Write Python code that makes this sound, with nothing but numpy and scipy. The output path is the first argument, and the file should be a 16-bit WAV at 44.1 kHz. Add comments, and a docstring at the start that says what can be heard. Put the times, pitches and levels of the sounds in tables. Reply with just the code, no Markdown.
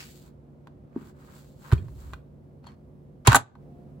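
"""A close stereo pair in a small quiet room: air and a wavering hum, as a container slides away over cloth.
Sleeve and palm rustle as a hand lifts a plastic stapler off a cloth-covered desk and stands it on its heel.
Loose parts tick, the hollow base knocks, the spring pings and the heel drags: modes, thumps and noise.
A container knocks the shell, scrapes its guides as dense tiny slips, and snaps in with a run of clicks.
The overall level dips briefly, comes back a little higher, and a faint tone comes and goes."""
import sys
import numpy as np
from scipy import signal
from scipy.fft import rfft, irfft
from scipy.io import wavfile
from scipy.ndimage import uniform_filter1d

SR = 44100
rng = np.random.default_rng(int(sys.argv[2]) if len(sys.argv) > 2 else 0)


def put_to_file(sound):
    """Save the sound as 16-bit audio at rate SR, in the file named by the first command-line argument."""
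    columns = np.atleast_2d(sound).T  # one column per channel
    safe = np.clip(columns, -1, 1)
    whole_steps = np.round(safe * 32767)
    wavfile.write(sys.argv[1], SR, whole_steps.astype(np.int16))


N = 176400  # 4 s

# All levels are relative: the room, the overall level and the microphone act on them later.
# air of the room: (frequency [Hz], level [dB per Hz])
AIR_SPECTRUM = [(20, -33.5), (60, -1), (140, -5.5), (250, -5), (330, -14.5), (520, -13.5), (760, -23.5),
                (1600, -39), (4000, -51.5), (16000, -61.5)]
# steady hum lines: (frequency [Hz], level [dB])
HUM_LINES = [(144, -56.5), (361, -66.5)]
AIR_DB = -53
HUM_WAVER = 0.09  # rms share of each line

# container sliding away over the cloth: (frequency [Hz], level [dB per Hz])
SLIDE_SPECTRUM = [(600, -8.5), (1700, -2.5), (2600, -1.5), (3600, -10), (4700, -4.5), (16000, -30)]
SLIDE_DB, SLIDE_T60_S = -44.5, 0.28

# sleeve and hand rubbing: (time [s], treble level [dB], middle level [dB])
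RUB_LEVELS = [(0, -53, -80), (0.28, -67, -70.5), (0.36, -100, -86), (0.89, -100, -80), (0.99, -72, -59),
              (1.09, -63.5, -63), (1.14, -87, -77), (1.2, -70.5, -65.5), (1.37, -61.5, -60),
              (1.55, -73.5, -83.5), (1.66, -61, -53.5), (1.74, -62, -53), (1.82, -73, -68.5),
              (1.95, -74, -76), (2.01, -62, -61), (2.14, -71, -65.5), (2.22, -100, -106)]
# treble of the sleeve: (frequency [Hz], level [dB per Hz])
SLEEVE_SPECTRUM = [(1000, -12.5), (4400, 0), (5700, -7), (7600, 2), (9200, -9.5), (16000, -6)]
# middle of the palm: (frequency [Hz], level [dB per Hz])
PALM_SPECTRUM = [(400, -21), (970, -0.5), (1200, -1.5), (1450, -2), (1900, -10), (8000, -37.5)]
# unevenness of slips: cloth of the sleeve, and the coarser rubs of palm and plastic
SLEEVE_SPREAD_DB, COARSE_SPREAD_DB = 2.2, 4.5
SLIPS_PER_S, GRIP_FLUTTER_DB = 6000, 0.9  # average rate; rms unsteadiness

# contacts of plastic parts:
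# (time [s], ring level [dB], most excited pitch [Hz], crack level [dB], tick level [dB])
PLASTIC_CONTACTS = [ (0.671, -46, 1050, -50, -67), (0.958, -40.5, 874, -66, -80),
                    (1.7166, -30, 1300, -35, -61), (1.7229, -27, 1000, -28, -43),
                    (1.7321, -32.5, 1400, -32.5, -41.5), (1.883, -52.5, 1100, -56, -85),
                    (2.134, -31, 1480, -39.5, -52), (2.642, -50, 980, -55, -76),
                    (2.668, -46, 850, -48.5, -56.5), (3.2719, -19.5, 1100, -12.5, -12.5),
                    (3.2752, -8, 850, -8.5, -24), (3.2776, -16.5, 950, -17, -29.5),
                    (3.319, -15.5, 1300, -20, -27), (3.3294, -12, 1247, -16, -25.5),
                    (3.3461, -4.5, 1100, -14.5, -16), (3.3479, -5.5, 1400, -20.5, -26.5),
                    (3.3551, -11.5, 850, -15, -12.5), (3.3584, -21, 1300, -22.5, -13.5),
                    (3.362, -13.5, 1400, -23, -21), (3.3647, -12, 855, -16, -25),
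                    (3.553, -43.5, 950, -56, -79)]
# pitches of the shell modes: (frequency [Hz])
SHELL_MODES_HZ = [638, 818, 941, 1037, 1147, 1270, 1427, 1528, 1952, 2442]
# strengths of the shell modes, in the same order: (level [dB])
SHELL_MODES_DB = [-2, -2.5, -2, -6, -4, -10, -2, -4, -10.5, -1]
# dense upper modes after a blunt contact: (frequency [Hz], level [dB per Hz])
CRACK_SPECTRUM = [(100, -2), (350, 1), (520, -6), (900, -1.5), (1600, 0), (2800, -6.5), (4000, -5),
                  (5200, -15), (7500, -24), (16000, -26.5)]
# dense upper modes after a sharp contact: (frequency [Hz], level [dB per Hz])
TICK_SPECTRUM = [(1500, -18.5), (5500, -17), (6600, 1.5), (7600, 4), (9000, -14), (10200, -2),
                 (13300, -13.5), (15300, -12), (17000, -24)]
SHELL_T60_S, CRACK_T60_S, TICK_T60_S = 0.032, 0.022, 0.02
RING_RISE_S, CONTACT_RISE_S = 0.001, 0.00052
SHARED_POWER = 0.11  # part of the crack and tick power that is the same in every contact
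FOCUS_DB_PER_OCTAVE2 = 24.5  # loss of a mode with its squared distance from the excited pitch

# hollow base as it tips up, lands and is pushed: (time [s], level [dB], most excited pitch [Hz])
BASE_HITS = [(0.96, -23, 275), (1.727, -20, 343), (3.274, -12, 380)]
# modes of the hollow base: (frequency [Hz], level [dB], decay T60 [s])
BASE_MODES = [(239, 4.5, 0.05), (331, -2, 0.04), (376, 2.5, 0.03), (514, 0.5, 0.029)]
BASE_RISE_S = 0.0052

# blows passed on to the desk: (time [s], level [dB], pitch [Hz], decay T60 [s])
DESK_THUMPS = [(1.7246, 4.5, 100, 0.0535), (3.2788, 5.5, 109.1, 0.064)]
# slower modes of the desk: (frequency [Hz], level [dB], decay T60 [s])
DESK_MODES = [(57.4, -27.5, 0.088), (81.25, -14.5, 0.1)]
THUMP_RISE_S = 0.011

# pings of the metal spring: (time [s], level [dB], most excited pitch [Hz])
SPRING_PINGS = [(1.779, -46.5, 2760), (2.639, -64, 3900), (2.663, -53, 4500), (2.671, -45, 4470),
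                (2.718, -76, 4400), (3.2748, -7.5, 7500), (3.276, -18, 3587)]
# modes of the metal spring: (frequency [Hz], level [dB], decay T60 [s])
SPRING_MODES = [(2436, -1.5, 0.033), (3260, -8.5, .06), (4360, -1, 0.049), (7400, -0.5, 0.0066)]

# heel dragging on the desk, its end levels held: (time [s], level [dB])
DRAG_LEVELS = [(1.78, -68), (1.9, -44), (2.14, -45.5), (2.23, -61)]
# low noise of the drag: (frequency [Hz], level [dB per Hz])
DRAG_SPECTRUM = [(25, -19), (55, 4), (105, -1.5), (170, -19.5), (1500, -52)]

# plastic sliding on plastic: (time [s], length [s], level [dB])
SCRAPE_STROKES = [(2.626, 0.13, -60.5), (3.248, 0.1, -25)]
# sound of the scrape: (frequency [Hz], level [dB per Hz])
SCRAPE_SPECTRUM = [(400, -14.5), (1100, 9.5), (1450, 6), (1800, 0), (4200, -11), (7500, -18), (16000, -33)]

# faint tone after the snap
TONE_S, TONE_LENGTH_S, TONE_HZ, TONE_DB = 3.63, 0.3, 705, -66

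# overall level, with a brief dip after the snap: (time [s], level [dB])
OVERALL_LEVEL = [(3.37, 1.5), (3.45, -12), (3.54, -4.5), (3.62, 4.5)]
# diffuse decay of the room: (frequency [Hz], decay T60 [s])
ROOM_DECAY = [(60, 0.15), (250, 0.57), (900, 0.27), (5000, 0.24), (15000, 0.11)]
# near reflections: (delay left [s], delay right [s], gain [linear])
NEAR_ECHOES = [(.0031, 0.0026, 0.21), (.0074, 0.0065, 0.26)]
ROOM_DB, ROOM_ONSET_S = -13.5, 0.0025
# likeness of noise at the left and right microphones: (frequency [Hz], correlation [-1 to 1])
LEFT_RIGHT_LIKENESS = [(60, 0.94), (300, 0.71), (1400, -0.23), (4000, 0.3), (7500, 0.0067), (15000, 0.65)]
LOW_CUT_HZ, BAND_EDGE_HZ = 42, 16150


def amp(db):
    """Decibels to gain."""
    return 10 ** (np.asarray(db) / 20)


def unit(x):
    """Scales to rms 1."""
    return x / np.sqrt(np.mean(x ** 2) + 1e-20)


def read(points, hz):
    """Reads a table on a log-frequency axis."""
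    f, value = np.transpose(points)
    return np.interp(np.log(hz + 1), np.log(f + 1), value)


def level(points, column=1):
    """Gain over time from one dB column of a table."""
    rows = np.array(points)
    return amp(np.interp(np.arange(N) / SR, rows[:, 0], rows[:, column]))


def add(mix, s, sound):
    """Mixes a sound in at time s."""
    part = mix[:, round(s * SR):][:, :sound.shape[-1]]
    part += sound[..., :part.shape[1]]


def rise(t, seconds):
    """Smooth onset."""
    return np.sin(np.pi / 2 * np.minimum(t / seconds, 1)) ** 2


def swell(s, length):
    """Half a sine that starts at time s."""
    return np.sin(np.pi * np.clip((np.arange(N) / SR - s) / length, 0, 1))


def colour(pair, spectrum):
    """Gives two unrelated signals a spectrum and the left-right likeness of the microphones."""
    size = pair.shape[1]
    hz = np.fft.rfftfreq(size, 1 / SR)
    a, b = rfft(pair)
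    likeness = np.clip(read(LEFT_RIGHT_LIKENESS, hz), -1, 1)
    mid = a * np.sqrt(1 + likeness)
    side = b * np.sqrt(1 - likeness)
    stereo = np.array([mid + side, mid - side]) * amp(read(spectrum, hz))
    return unit(irfft(stereo, size))


def noise(spectrum, size=N):
    """Steady stereo noise."""
    return colour(rng.standard_normal((2, size)), spectrum)


def friction(spectrum, spread_db):
    """A dense run of tiny slips of uneven size under a slightly unsteady grip."""
    sizes = amp(spread_db * np.minimum(rng.exponential(1, N), 4))
    slips = sizes * (rng.random(N) < SLIPS_PER_S / SR)
    wander = uniform_filter1d(rng.standard_normal(N), size=900)
    grip = unit(uniform_filter1d(wander, size=500))
    return colour(slips * amp(GRIP_FLUTTER_DB * grip) * rng.standard_normal((2, N)), spectrum)


def mode(t, hz, db, t60, turn=0):
    """One dying vibration; turn is its starting phase in cycles."""
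    return amp(db - 60 * t / t60) * np.sin(2 * np.pi * (hz * t + turn))


def ring(t, modes, focus_hz):
    """A set of modes, excited most strongly around one pitch, starting at random phases."""
    out = np.zeros(len(t))
    for hz, db, t60 in modes:
        loss_db = FOCUS_DB_PER_OCTAVE2 * np.log2(hz / focus_hz) ** 2
        out += mode(t, hz, db - loss_db, t60, rng.random())
    return out


def room_tone():
    """Low steady air, and hum lines whose strength and phase drift slowly."""
    t, hum = np.arange(N) / SR, np.zeros(N)
    for hz, db in HUM_LINES:
        wander = uniform_filter1d(rng.standard_normal((2, N)), size=4000)
        drift = HUM_WAVER * unit(uniform_filter1d(wander, size=4000))
        turn = 2 * np.pi * hz * t
        line = (1 + drift[0]) * np.cos(turn) - drift[1] * np.sin(turn)
        hum += np.sqrt(2) * amp(db) * line
    return amp(AIR_DB) * noise(AIR_SPECTRUM) + hum


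def slide():
    """The container slides away over the cloth: friction that dies away from the start."""
    fade = amp(SLIDE_DB - 60 * np.arange(N) / SR / SLIDE_T60_S)
    return fade * friction(SLIDE_SPECTRUM, COARSE_SPREAD_DB)


def rustle():
    """Friction of the sleeve in the treble and of the palm in the middle, each with its own level."""
    sleeve = level(RUB_LEVELS, column=1) * friction(SLEEVE_SPECTRUM, SLEEVE_SPREAD_DB)
    palm = level(RUB_LEVELS, column=2) * friction(PALM_SPECTRUM, COARSE_SPREAD_DB)
    return sleeve + palm


def contacts():
    """Each contact rings the shell around one pitch and adds a dying noise crack and a bright tick."""
    out, t = np.zeros((2, N)), np.arange(8192) / SR
    shell = [(hz, db, SHELL_T60_S) for hz, db in zip(SHELL_MODES_HZ, SHELL_MODES_DB)]
    upper = []
    for spectrum, t60 in [(CRACK_SPECTRUM, CRACK_T60_S), (TICK_SPECTRUM, TICK_T60_S)]:
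        upper.append((spectrum, t60, noise(spectrum, len(t))))
    for s, ring_db, focus_hz, *upper_db in PLASTIC_CONTACTS:
        sound = amp(ring_db) * rise(t, RING_RISE_S) * ring(t, shell, focus_hz)
        for db, (spectrum, t60, common) in zip(upper_db, upper):
            own = noise(spectrum, len(t))
            burst = np.sqrt(SHARED_POWER) * common + np.sqrt(1 - SHARED_POWER) * own
            sound = sound + burst * amp(db - 60 * t / t60)
        add(out, s, rise(t, CONTACT_RISE_S) * sound)
    return out


def base_knocks():
    """The hollow base rings softly around one pitch at each knock."""
    out, t = np.zeros((2, N)), np.arange(SR // 2) / SR
    for s, db, focus_hz in BASE_HITS:
        add(out, s, amp(db) * rise(t, BASE_RISE_S) * ring(t, BASE_MODES, focus_hz))
    return out


def desk_thumps():
    """Cushioned blows sound one low pitch and the slower modes of the desk."""
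    out, t = np.zeros((2, N)), np.arange(SR // 2) / SR
    for s, db, hz, t60 in DESK_THUMPS:
        boom = mode(t, hz, 0, t60) + sum(mode(t, *row) for row in DESK_MODES)
        add(out, s, amp(db) * rise(t, THUMP_RISE_S) * boom)
    return out


def spring():
    """Thin modal pings of the metal spring as the grip shifts and the container strikes."""
    out, t = np.zeros((2, N)), np.arange(SR // 4) / SR
    for s, db, focus_hz in SPRING_PINGS:
        add(out, s, amp(db) * rise(t, RING_RISE_S) * ring(t, SPRING_MODES, focus_hz))
    return out


def heel_drag():
    """The heel drags on the desk: low noise that swells and sinks."""
    return level(DRAG_LEVELS) * noise(DRAG_SPECTRUM)


def scrapes():
    """Plastic slides on plastic: friction under half-sine strokes."""
    strokes = sum(amp(db) * swell(s, length) for s, length, db in SCRAPE_STROKES)
    return strokes * friction(SCRAPE_SPECTRUM, COARSE_SPREAD_DB)


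def faint_tone():
    """A single sine that comes and goes."""
    t = np.arange(N) / SR
    return amp(TONE_DB) * swell(TONE_S, TONE_LENGTH_S) * np.sin(2 * np.pi * TONE_HZ * t)


def room(x):
    """Adds reflections from desk and wall and a short diffuse tail that decays at its own rate per pitch."""
    white = noise([(20, 0), (20000, 0)], SR // 2)
    hz, t, bins = signal.stft(white, SR, nperseg=256)
    decay = amp(-60 * t / read(ROOM_DECAY, hz)[:, None])
    tail = signal.istft(bins * decay, SR, nperseg=256)[1]
    tail *= rise(np.arange(tail.shape[1]) / SR, ROOM_ONSET_S)
    tail *= amp(ROOM_DB) / np.linalg.norm(tail[0])
    for left_s, right_s, gain in NEAR_ECHOES:
        tail[[0, 1], [round(left_s * SR), round(right_s * SR)]] += gain
    return x + signal.fftconvolve(x, tail, axes=1)[:, :N]


def scene():
    """All the handling in the room, over the room tone."""
    low_knocks = (base_knocks() + desk_thumps()) * amp([[-1.1], [1.1]])  # a little to the right
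    rubbing = slide() + rustle() + heel_drag() + scrapes()
    handling = room(contacts() + low_knocks + spring() + rubbing)
    background = (room_tone() + faint_tone()) * amp([[-.7], [.7]])
    return level(OVERALL_LEVEL) * (handling + background)


def record(dry):
    """The microphone loses the deepest bass and rounds off peaks; then the band limit."""
    low_cut = signal.butter(2, LOW_CUT_HZ, "highpass", fs=SR, output="sos")
    thin = signal.sosfilt(low_cut, dry)
    rounded = thin / (1 + (thin / .95) ** 6) ** (1 / 6)
    band_limit = signal.firwin(255, BAND_EDGE_HZ, window=("kaiser", 9), fs=SR)
    return signal.oaconvolve(rounded, band_limit[None], "same")


dry = scene()
out = record(dry)
put_to_file(out)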